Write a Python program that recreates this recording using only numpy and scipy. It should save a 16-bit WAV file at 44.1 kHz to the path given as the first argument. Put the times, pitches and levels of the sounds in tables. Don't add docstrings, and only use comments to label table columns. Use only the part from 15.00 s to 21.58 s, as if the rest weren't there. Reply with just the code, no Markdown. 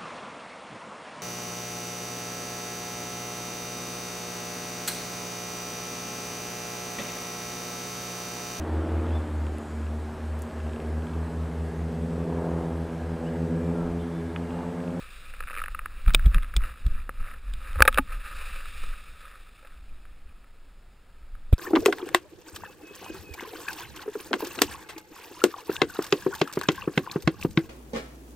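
import sys
import numpy as np
from scipy import signal
from scipy.fft import rfft, irfft, next_fast_len
from scipy.io import wavfile
from scipy.ndimage import uniform_filter1d, map_coordinates

SR = 44100
rng = np.random.default_rng(int(sys.argv[2]) if len(sys.argv) > 2 else 0)


def bounce(signal):
    frames = np.transpose(np.atleast_2d(signal))
    limited = np.clip(frames, -1, 1)
    pcm = np.round(limited * 32767).astype(np.int16)
    wavfile.write(sys.argv[1], SR, pcm)


def linear_from_db(decibels):
    return 10 ** (np.asarray(decibels, float) / 20)


N = 290178


def unit(x):
    return x / np.sqrt(np.mean(x ** 2) + 1e-20)


def filtered(x, response):
    size = next_fast_len(x.shape[-1] + 2048)
    spectrum = rfft(x, size) * response(np.fft.rfftfreq(size, 1 / SR))
    return irfft(spectrum, size)[..., :x.shape[-1]]


def coloured(points):
    point_hz, point_db = np.transpose(points)

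    def response(hz):
        return linear_from_db(np.interp(np.log(hz + 1), np.log(point_hz + 1), point_db))
    return unit(filtered(rng.standard_normal(N), response))


def wobble(rate):
    knots = rng.standard_normal(int(N * rate / SR) + 4)
    return map_coordinates(knots, [np.arange(N) * rate / SR])


def patchy():
    gust_db = 1.2 * wobble(25) + 1.7 * wobble(120)
    return rng.standard_normal(N) * linear_from_db(gust_db)


def curves(rows):
    times, *columns = np.transpose(rows)
    return [np.interp(np.arange(N) / SR, times, column) for column in columns]


def soft(force, hz):
    return filtered(force, lambda f: 1 / (1 + 1j * f / hz) ** 2)


def housing(x, low_db, mid_db, upper_db, high_db):
    # centre in Hz, width in Hz, strength within the group in dB,
    # sign and share at the microphone.
    low_modes = [(243, 8, -10, 0.83), (527.4, 63, 1.6, -1), (860, 40, -1, 1)]
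    mid_modes = [(1083, 400, -12, -0.81), (1274, 112.6, 1.76, 1), (1399, 300, -14, 0.56),
                 (1704, 240, -1.5, -0.51), (1822, 350, -10, -0.78)]
    upper_modes = [(2366, 300, 0.26, 0.97), (2654, 400, -0.42, -0.88)]
    high_modes = [(3226, 430, 1, 0.94), (3740, 538, 1.44, -1), (4880, 1000, -6.5, -0.91),
                  (5830, 200, -26.5, 0.46)]
    groups = [(low_modes, low_db), (mid_modes, mid_db), (upper_modes, upper_db), (high_modes, high_db)]
    modes = [(hz, width, db + group_db, sign) for group, group_db in groups for hz, width, db, sign in group]
    hz, width, db, sign = np.array(modes).T
    t = np.arange(SR // 25) / SR
    decay = np.exp(-np.pi * np.outer(width, t))
    ring = (sign * width * linear_from_db(db)) @ (decay * np.cos(2 * np.pi * np.outer(hz, t)))
    return signal.fftconvolve(x, ring)[:len(x)]


def add(track, s, sound):
    part = track[round(s * SR):][:len(sound)]
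    part += sound[:len(part)]


def blow(contact_ms, soft_hz, low_db, upper_db, high_db, touch=2.0):
    t = np.arange(SR // 20) / SR
    rattle_decay = np.exp(-(t * 1000 / max(contact_ms, 0.2)) ** 1.4)
    force = 0.35 * rng.standard_normal(len(t)) * rattle_decay
    force[0] += touch
    force = soft(force, soft_hz)
    ring = housing(force, low_db, 0, upper_db, high_db)
    crack_db = -6.5 + 0.85 * min(high_db, 4)
    sound = unit(ring) + linear_from_db(crack_db) * unit(force)
    return sound / np.abs(sound).max()


def wind():
    # time in seconds, level in dB.
    buffet_levels = [(0.0, -43.5), (0.36, -41), (0.5, -35), (1.05, -35), (1.28, -23.5), (1.45, -31.5),
                     (1.8, -33), (1.92, -21), (2.05, -33.5), (2.5, -37.5), (2.95, -26), (3.2, -43),
                     (3.4, -31.5), (3.72, -41), (3.9, -34), (4.3, -50), (4.68, -48), (4.9, -41.5),
                     (5.5, -43.5), (6.0, -51.5), (6.48, -37), (6.58, -42)]
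    # frequency in Hz, relative level in dB.
    rumble_colour = [(7.1, -28), (12, 4.5), (27, -2), (41, -8.5), (57, -8.5), (97, -31.5), (155, -35),
                     (192, -35.5), (320, -45), (420, -65), (700, -120)]
    buffet_db, = curves(buffet_levels)
    return linear_from_db(buffet_db) * unit(linear_from_db(2.2 * wobble(15)) * coloured(rumble_colour))


def motion():
    # time in seconds, rush in dB, cloth hiss in dB.
    air_levels = [(0.0, -50, -56.5), (0.3, -51, -60.5), (0.42, -53.5, -65), (0.6, -50.5, -61.5),
                  (0.82, -59.5, -68), (1.1, -55, -62.5), (1.45, -60, -66.5), (1.85, -58, -65.5),
                  (2.14, -63, -70), (2.42, -61, -69), (2.75, -52, -62), (3.04, -56.5, -64),
                  (3.45, -45, -56), (3.8, -47.5, -56.5), (4.15, -57, -62.5), (4.6, -62, -69),
                  (5.3, -71, -78), (6.0, -76, -78), (6.45, -70.5, -76.5), (6.58, -63, -71.5)]
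    # middle in seconds, level in dB,
    # seconds from the middle until the power has fallen to 1/e.
    rub_strokes = [(0.0, -52.5, 0.051), (0.584, -60, 0.13), (0.916, -55.5, 0.15), (1.086, -47.5, 0.035),
                   (1.232, -50.5, 0.047), (1.356, -44, 0.028), (1.508, -54, 0.11), (1.653, -42, .033),
                   (1.96, -52, 0.084), (2.274, -46, 0.066), (2.498, -54, 0.038), (2.666, -46, 0.043),
                   (2.78, -44.5, 0.035), (2.96, -48.5, 0.043), (3.13, -41, 0.027), (3.29, -43, 0.05),
                   (3.412, -45, 0.048), (3.56, -49.5, 0.09), (3.93, -50, 0.046), (4.28, -52.5, 0.076),
                   (4.7, -58, 0.049)]
    rush_db, cloth_db = curves(air_levels)
    t = np.arange(N) / SR
    stroke_power = sum(linear_from_db(db) ** 2 * np.exp(-((t - s) / half_s) ** 2) for s, db, half_s in rub_strokes)
    stroke = np.sqrt(stroke_power)
    rest = linear_from_db(-64 + 0.4 * (rush_db - rush_db.mean()))

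    rush = unit(housing(patchy(), low_db=-12.5, mid_db=-1, upper_db=0.7, high_db=-13.5))
    cloth = unit(housing(patchy(), low_db=-24.5, mid_db=-20, upper_db=-11.5, high_db=3.5))
    slips = (rng.random(N) < 500 / SR) * linear_from_db(3.3 * rng.standard_normal(N))
    friction = soft(slips, 2553) + 0.026 * rng.standard_normal(N)
    rub = unit(housing(friction, low_db=-12.0, mid_db=3.0, upper_db=-6.5, high_db=-24.0))

    rush_level = np.hypot(linear_from_db(rush_db), linear_from_db(-7) * stroke)
    cloth_level = np.hypot(linear_from_db(cloth_db), linear_from_db(-21.5) * stroke)
    return rush_level * rush + np.hypot(rest, stroke) * rub + cloth_level * cloth


def hiss():
    # frequency in Hz, relative level in dB.
    hiss_colour = [(53, -17), (90, -5), (748, -15), (1290, -18.5), (2060, -18.5), (3810, -24.5),
                   (5220, -24.5), (5900, -32.5), (7670, -66.5), (13000, -120)]
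    return linear_from_db(-63) * coloured(hiss_colour)


def creaks():
    # start in seconds, peak in dB.
    single_slips = [(0.3371, -31.5), (0.4045, -23), (0.4248, -32), (0.4366, -30), (0.6164, -22),
                    (0.638, -22), (0.659, -25), (0.6814, -23.5), (0.7469, -22), (0.7904, -21),
                    (0.8579, -20.5), (1.0617, -30), (1.1942, -24.5), (1.3815, -26.5), (1.4439, -33),
                    (1.5386, -27), (1.6181, -32.5), (1.6369, -26.5), (2.9557, -30), (3.6554, -32.0),
                    (3.837, -31.5), (4.3546, -38.5), (5.0523, -41.5), (5.4423, -47.5), (6.3513, -41.5)]
    # start in seconds, end in seconds, slips per second,
    # peak in dB before random spread, timing scatter as a share of the gap.
    slip_runs = [(0.4722, 0.49, 152, -29.5, 0.069), (0.4989, 0.52, 130, -29, 0.046),
                 (0.531, 0.552, 102, -28, 0.042), (0.5632, 0.606, 106, -25, 0.049),
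                 (1.677, 1.79, 60, -40.5, 0.46), (1.971, 2.03, 49, -42, 0.42),
                 (2.211, 2.36, 38.7, -36.5, 0.41)]
    spread_db = 0.56
    out, slips = np.zeros(N), list(single_slips)
    for start, end, rate, db, scatter in slip_runs:
        chance = rng.standard_normal(size=(12, 2))
        times = start + (np.arange(len(chance)) + scatter * np.tanh(chance[:, 0])) / rate
        slips += [(s, db + spread_db * c) for s, c in zip(times, chance[:, 1]) if s < end]
    for s, db in slips:
        tick = blow(touch=0.7, contact_ms=2.3, soft_hz=2600, low_db=-16.5, upper_db=-3.5, high_db=-20.5)
        add(out, s, linear_from_db(db) * tick)
    return out


def jolts():
    # main swing in seconds, level in dB, swing rate in Hz,
    # rise in ms, direction of the main swing (1 or -1).
    footfalls = [(1.08, -5.5, 33, 7.9, 1), (1.163, -10.5, 25.7, 34, 1), (1.268, -4, 45, 11, 1),
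                 (1.367, -8.5, 33.7, 22, 1), (1.576, -10.5, 44.6, 12.2, 1), (1.626, -18, 22.4, 8.1, -1),
                 (1.867, -9.5, 42, 8.2, 1), (2.213, -19.5, 17.8, 22.7, -1), (2.498, -21.5, 40, 31, 1),
                 (2.551, -20, 17, 28, 1), (2.78, -18, 68, 10.5, 1), (2.817, -10, 56, 7, -1),
                 (2.994, -15, 265, 1.2, 1), (3.169, -24, 33, 27, 1), (3.835, -21, 14.4, 26, 1),
                 (3.889, -18.5, 24.1, 9, -1)]
    out, lead = np.zeros(N), 0.08
    t = np.arange(SR // 2) / SR - lead
    scuff = coloured([(70, -20), (120, 0.1), (190, -9), (330, -21), (700, -38), (1200, -60)])
    scuff = np.tile(scuff, reps=2)
    for s, db, hz, rise_ms, direction in footfalls:
        t60 = 0.045 + 4.6 / hz
        round_top = rise_ms / 2000
        decay = linear_from_db(-60 * (np.hypot(t, round_top) - round_top) / t60)
        swell = np.where(t < 0, np.exp(-0.5 * (t * 1000 / rise_ms) ** 2), decay)
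        point = 0.5 * linear_from_db(db + 4) * np.exp(-(t * hz * 8) ** 2)
        swing = 0.6 * swell * np.cos(2 * np.pi * hz * t) + point
        rub = linear_from_db(0.5 * db - 23.5) * swell ** 2 * scuff[round(s * SR):][:len(t)]
        add(out, s - lead, linear_from_db(db) * (np.sign(direction) * swing + rub))
    return out


def knocks():
    # start in seconds, peak in dB, brightness (strength of the high modes) in dB,
    # strength of the low modes in dB, contact time in ms.
    gear_knocks = [(1.0782, -23, -9.5, -6, 8.4), (1.0945, -26, -8, -21, 1.9),
                   (1.1043, -24.5, -15.5, -24.5, 3.4), (1.1367, -23.5, 10.5, -23.5, 5.8),
                   (1.1471, -0.5, 3, -16, 2.5), (1.2582, -27.5, -2, 2.5, 6.2), (1.345, -15, -8, -15, 2.1),
                   (1.4243, -31.5, -9, -16, 1.6), (1.43, -30.5, -10, -19, 4.2),
                   (1.5649, -13.0, 12.5, -35, 3), (1.865, -32, -3.5, -22, 2.8),
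                   (2.0928, -20, -25, -26, 0.73), (2.5371, -30.5, 4, -27, 2.5), (2.7306, -34, 4, -18, 1.3),
                   (2.756, -29, -14, -3, 5.6), (2.788, -25.5, -24, -18.5, 2.09),
                   (2.7955, -22, -23, -18, 0.83), (2.8051, -6.5, -20.5, -17, 0.7),
                   (2.8218, 11.5, -14, -20, 2.1), (2.8519, -10.5, -10.5, 2.5, 4.6),
                   (2.877, -0.5, -13, -10, 6), (2.927, -25.5, -8, -17.5, 1.4),
                   (2.944, -21.5, -6.5, -12.5, 1.7), (2.9748, -8, -11, -7, 2.5),
                   (2.9826, -6, -16.5, -12, 5.1), (2.9878, -9.5, -16, -8, 3.0), (4.626, -44, -15, -2.5, 8),
                   (4.648, -40.5, -14.5, -3, 5), (4.672, -39.5, -9.5, -9, 0.67),
                   (6.528, -31.5, -1.5, -23.5, 6.5), (6.533, -31, -3, -5, 2.8), (6.541, -33, 22, -5, 1.02)]
    out = np.zeros(N)
    for s, db, bright_db, low_db, contact_ms in gear_knocks:
        upper_db = 1 + 0.45 * bright_db
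        soft_hz = 8000 * linear_from_db(min(bright_db, 6) * 0.9)
        add(out, s, linear_from_db(db) * blow(contact_ms, soft_hz, low_db, upper_db, bright_db))
    return out


def grab():
    press_ms, held_ms, release_ms = 3.6, 2.5, 2.4
    leak_hz = 32
    flex_hz, flex_db, flex_t60 = 424, -14, 0.016
    t = np.arange(SR // 10) / SR
    push = np.interp(t * 1000, np.cumsum([0, press_ms, held_ms, release_ms]), [0, 1, 1, 0])
    sound = linear_from_db(-0.6) * filtered(soft(push, 680), lambda hz: 1j * hz / (leak_hz + 1j * hz))
    sound += linear_from_db(flex_db - 60 * t / flex_t60) * np.sin(2 * np.pi * flex_hz * t)
    out = np.zeros(N)
    add(out, 6.5275, -sound)
    return out


def scene():
    mono = wind() + motion() + hiss() + creaks() + jolts() + knocks() + grab()
    return np.array([mono, mono])


def roll_off(x):
    return signal.sosfilt(signal.butter(12, 16440, fs=SR, output="sos"), x)


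def record(dry):
    t = np.arange(SR // 4) / SR
    lag = np.exp(-t / 0.021) - np.exp(-t / 0.0031)
    overload = np.maximum(np.abs(dry) - 0.9, 0)
    excess = signal.fftconvolve(overload, lag[None] / lag.sum(), axes=1)[:, :N]
    ducked = dry / (1 + 17 * np.abs(excess))
    clipped = ducked / (1 + np.abs(ducked / 1.7) ** 8) ** (1 / 8)

    hold_hz, top_hz = 12000, 15600
    band = filtered(clipped, lambda hz: 1 / (1 + (hz / 5700) ** 24))
    mirrored = band * (1 + 2 * np.cos(2 * np.pi * hold_hz * np.arange(N) / SR))
    held = filtered(mirrored, lambda hz: np.sinc(hz / hold_hz) * (hz < top_hz))

    power = np.abs(uniform_filter1d(held ** 2, size=1024))
    opposed = filtered(rng.standard_normal(N), lambda hz: 1 / (1 + hz / 150)) * [[1], [-1]]
    side_noise = linear_from_db(-7.5) * power ** 1.6 / (power + 0.02) * opposed
    faint = filtered(rng.standard_normal((2, N)), lambda hz: hz / (hz + 250) / (1 + hz / 3000))
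    mix = held + side_noise + linear_from_db(-67.5) * faint
    return roll_off(np.clip(mix, -1, 1))


dry = scene()
out = record(dry)
bounce(out)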